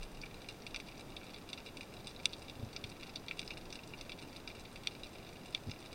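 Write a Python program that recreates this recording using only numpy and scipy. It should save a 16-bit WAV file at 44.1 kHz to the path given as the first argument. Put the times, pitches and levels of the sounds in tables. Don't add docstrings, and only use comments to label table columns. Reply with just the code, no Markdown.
import sys
import numpy as np
from scipy import signal
from scipy.fft import rfft, irfft
from scipy.io import wavfile

SR = 44100
rng = np.random.default_rng(int(sys.argv[2]) if len(sys.argv) > 2 else 0)


def to_wav(s):
    ch = np.atleast_2d(s).T
    pcm = np.round(np.clip(ch, -1, 1) * 32767)
    wavfile.write(sys.argv[1], SR, pcm.astype(np.int16))


N = 261962
FRAME = 2048
BUBBLE_LOW_HZ, BUBBLE_HIGH_HZ = 1900, 8000
WALL_ECHO_S, WALL_ECHO_DB = .00082, 2.5


def undb(db):
    return 10 ** (np.asarray(db) / 20)


def unit(x):
    return x / np.sqrt(np.mean(x ** 2))


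def unit_energy(waves):
    return waves / np.linalg.norm(waves, axis=1, keepdims=True)


def colour(points, hz):
    point_hz, level_db = np.transpose(points)
    return undb(np.interp(np.log(hz + 1), np.log(point_hz), level_db))


def resonance(hz, centre_hz, width_hz):
    damping = 1j * hz * width_hz
    return damping / (centre_hz ** 2 - hz ** 2 + damping)


def delay(hz, lag_s):
    return np.exp(-2j * np.pi * hz * lag_s)


def noise(gain):
    spectrum = rfft(rng.standard_normal(N))
    return unit(irfft(spectrum * gain(np.fft.rfftfreq(N, 1 / SR)), N))


def add(out, start_s, sound):
    start = int(np.clip(start_s * SR, 0, N - 1))
    out[start:start + len(sound)] += sound[:N - start]


def bubble_tilt(hz, db_per_octave):
    return undb(db_per_octave * np.log2(np.clip(hz, BUBBLE_LOW_HZ, BUBBLE_HIGH_HZ) / SR))


def snaps(rows, claw_db=-12, claw_lead_s=.0022, rock_t60_s=.042, far_t60_s=.11, far_db=-20, echo_spread=.065):
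    start_s, level_db, tilt_db_per_oct, ring_hz, ring_db = np.transpose(rows)[:, :, None]
    hz, t = np.fft.rfftfreq(FRAME, 1 / SR), np.arange(FRAME) / SR
    lead_s, level_window_s = .004, .01
    ring_q = 3.9
    chance = rng.standard_normal((len(rows), FRAME))
    spray = chance ** 3

    claw = undb(claw_db) * rfft(unit_energy(spray * (t > t[-1] - claw_lead_s)))

    near_snap_db, near_echo_db, echo_db_per_db, echo_most_db = -40, -4, 1, -2.5
    echo_db = near_echo_db + echo_db_per_db * (near_snap_db - level_db)
    echo_db = np.minimum(echo_db, echo_most_db)
    fade = undb(-60 * t / rock_t60_s) + undb(far_db - 60 * t / far_t60_s)
    fade = fade * (t > .0012) * (t < t[-1] - lead_s)
    rocks = undb(echo_db) * rfft(unit_energy(spray * fade))

    ring = 1 + (undb(ring_db) - 1) * resonance(hz, ring_hz, ring_hz / ring_q)
    bubble = bubble_tilt(hz, tilt_db_per_oct) * ring

    wall_lag_s = WALL_ECHO_S * (1 + echo_spread * np.tanh(chance[:, :1]))
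    wall = 1 + undb(WALL_ECHO_DB) * delay(hz, wall_lag_s)

    spectra = (1 + claw + rocks) * bubble * wall * housing(hz) * delay(hz, lead_s)
    waves = unit_energy(irfft(spectra)) * undb(level_db) * np.sqrt(level_window_s * SR)
    out = np.zeros(N)
    for snap_s, wave in zip(start_s[:, 0], waves):
        add(out, snap_s - lead_s, wave)
    return out


# (start_s, level_db, brightness_db_per_octave, ring_hz, ring_lift_db)
NEAR_SNAPS = [(.0309, -49.5, 5, 8300, 4), (.2156, -50, 2, 5360, 22), (.2353, -45.5, -15, 2330, 17),
              (.4881, -43.5, 2, 8300, 3), (.6662, -43.5, 2.5, 2700, 5), (.7451, -40.5, -6, 5800, 8),
              (.7616, -40, 3.5, 2720, 5), (.8007, -46.5, 1, 2400, 7), (1.1667, -44.5, -2, 3600, 24),
              (1.3622, -51.5, -8, 3980, 24), (1.4904, -50.5, 6, 3200, 7), (1.5312, -40.5, 3.5, 3520, 6),
              (1.58, -51.5, -2, 2400, 11), (1.7708, -47.5, 9.5, 2660, 12), (1.809, -45, 1, 2400, 7),
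              (2.0713, -44.5, 10, 3150, 5.5), (2.2562, -27, 8.5, 3260, 10), (2.3326, -43.5, 5, 3600, 21),
              (2.4976, -47, 4.5, 3300, 14), (2.7637, -41, -6, 5610, 29), (2.8405, -42, 3, 3180, 14),
              (3.032, -47, -3, 4500, 4), (3.159, -40, 4.5, 4100, 29), (3.2834, -42, -1.5, 3660, 13),
              (3.3112, -37.5, -8, 2670, 20), (3.3935, -38, 5, 3260, 8.5), (3.4775, -46.5, 4, 5040, 20),
              (3.5065, -42, -2, 2720, 11), (3.5716, -49, -7, 4500, 4), (3.7267, -45, 1, 5960, 10),
              (3.7557, -48, -3, 8300, 14), (3.9368, -46, -6, 2350, 13), (4.0117, -46, 3.5, 5700, 4),
              (4.0951, -45.5, 0, 2700, 2), (4.1192, -44.5, 4, 3140, 23), (4.3662, -52, 6, 4500, 6),
              (4.4763, -43, -5, 4950, 11.5), (4.7589, -48, 0, 2700, 3), (4.8722, -32.5, 4, 3220, 13),
              (5.0344, -45, 4.5, 3600, 12), (5.5485, -32.5, 4, 3200, 25), (5.7144, -45, -4, 5740, 17)]


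def near_snaps():
    return snaps(NEAR_SNAPS)


# (frequency_hz, level_db)
HOUSING_SPECTRUM = [(400, -33), (1300, -21), (1850, -5), (2300, -5), (2750, -1), (3100, -12.5),
                    (3650, -3.5), (4900, -5.5), (5900, -11), (6600, -22.5), (7500, -24), (8600, -15.5),
                    (9700, -25.5), (11000, -45)]
# (centre_hz, width_hz, lift_db)
HOUSING_MODES = [(1335, 99, 13), (2338, 81, 8.5), (2823, 103, 9), (3493, 84, 5), (3947, 180, 4.5),
                 (4314, 110, 4), (4820, 110, 0), (5780, 140, 2), (9090, 360, 2.5)]


def housing(hz):
    cepstrum = irfft(np.log(colour(HOUSING_SPECTRUM, hz)))
    cepstrum[1:FRAME // 2] *= 2
    cepstrum[FRAME // 2 + 1:] = 0
    rings = [1 + (undb(lift_db) - 1) * resonance(hz, centre_hz, width_hz)
             for centre_hz, width_hz, lift_db in HOUSING_MODES]
    return np.exp(rfft(cepstrum)) * np.prod(rings, axis=0)


def colony(count=380, nearest_db=-49.5, reach=4.4, falloff_db_per_decade=21,
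           tilt_db_per_oct=1.1, tilt_spread_db=5.0, ring_db=7, ring_spread_db=4):
    distance = np.sqrt(1 + (reach ** 2 - 1) * np.linspace(0, 1, count))
    start_s = rng.uniform(0, N / SR, count)
    level_db = nearest_db - falloff_db_per_decade * np.log10(distance)
    brightness = tilt_db_per_oct + tilt_spread_db * rng.standard_normal(count)
    ring_hz = 2300 * 4 ** rng.random(count)
    ring_lift_db = ring_db + ring_spread_db * rng.standard_normal(count)
    return snaps(np.column_stack([start_s, level_db, brightness, ring_hz, ring_lift_db]))


def far_reef(level_db=-66.5, tilt_db_per_oct=4.2, size_spread_db=3.5, snaps_per_s=2500):
    hz = np.fft.rfftfreq(FRAME, 1 / SR)
    sizes = undb(size_spread_db * rng.standard_normal(N))
    signs = np.sign(rng.standard_normal(N))
    ticks = sizes * signs * (rng.random(N) < snaps_per_s / SR)
    wall = 1 + undb(WALL_ECHO_DB) * delay(hz, WALL_ECHO_S)
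    response = irfft(housing(hz) * wall * bubble_tilt(hz, tilt_db_per_oct))[:FRAME // 2]
    return undb(level_db) * unit(signal.fftconvolve(ticks, response)[:N])


# (start_s, peak_db)
BUMPS = [(2.563, -43), (2.591, -40.5), (2.627, -32), (2.636, -42), (2.666, -41), (2.843, -40),
         (2.882, -45.5), (5.666, -40.5), (5.675, -40), (5.687, -33.5)]
# (multiple_of_lowest, level_db, t60_s)
GUN_MODES = [(1, 3, .042), (2.05, -4, 0.05), (3, -9.5, .028)]


def bumps(push_s=.0035, lowest_hz=110):
    out, t = np.zeros(N), np.arange(SR // 5) / SR
    ring = np.zeros(len(t))
    for multiple, level_db, t60_s in GUN_MODES:
        ring += undb(level_db - 60 * t / t60_s) * np.cos(2 * np.pi * lowest_hz * multiple * t)
    ring *= 1 - np.exp(-t / push_s)
    ring /= np.abs(ring).max()
    for start_s, peak_db in BUMPS:
        add(out, start_s, undb(peak_db) * ring)
    return out


# (frequency_hz, level_db_per_hz)
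WASH_SPECTRUM = [(20, -1), (48, -8), (75, -2.5), (125, -1), (200, -2), (320, -2.5), (500, -6), (750, -9),
                 (1050, -13.5), (1600, -18), (2300, -21.5), (3200, -23.5), (6000, -29.5), (16000, -44.5)]


def water(sway_hz=26.8, sway_width_hz=12, wash_db=-52.5, rumble_db=-61.5, moving_db=14.5, settle_s=.31):
    t = np.arange(N) / SR
    flow = undb(rumble_db + moving_db * np.exp(-t / settle_s))
    rumble = flow * noise(lambda hz: resonance(hz, sway_hz, sway_width_hz) ** 2)
    wash = undb(wash_db) * noise(lambda hz: colour(WASH_SPECTRUM, hz))
    return rumble + wash


def scene():
    return (near_snaps() + colony() + far_reef() + bumps() + water())[None]


def record(dry, hiss_db=-68.5, top_hz=15900):
    hiss = undb(hiss_db) * rng.standard_normal(dry.shape)
    low_pass = signal.ellip(10, .2, 70, top_hz, fs=SR, output="sos")
    return signal.sosfilt(low_pass, dry + hiss)


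dry = scene()
out = record(dry)
to_wav(out)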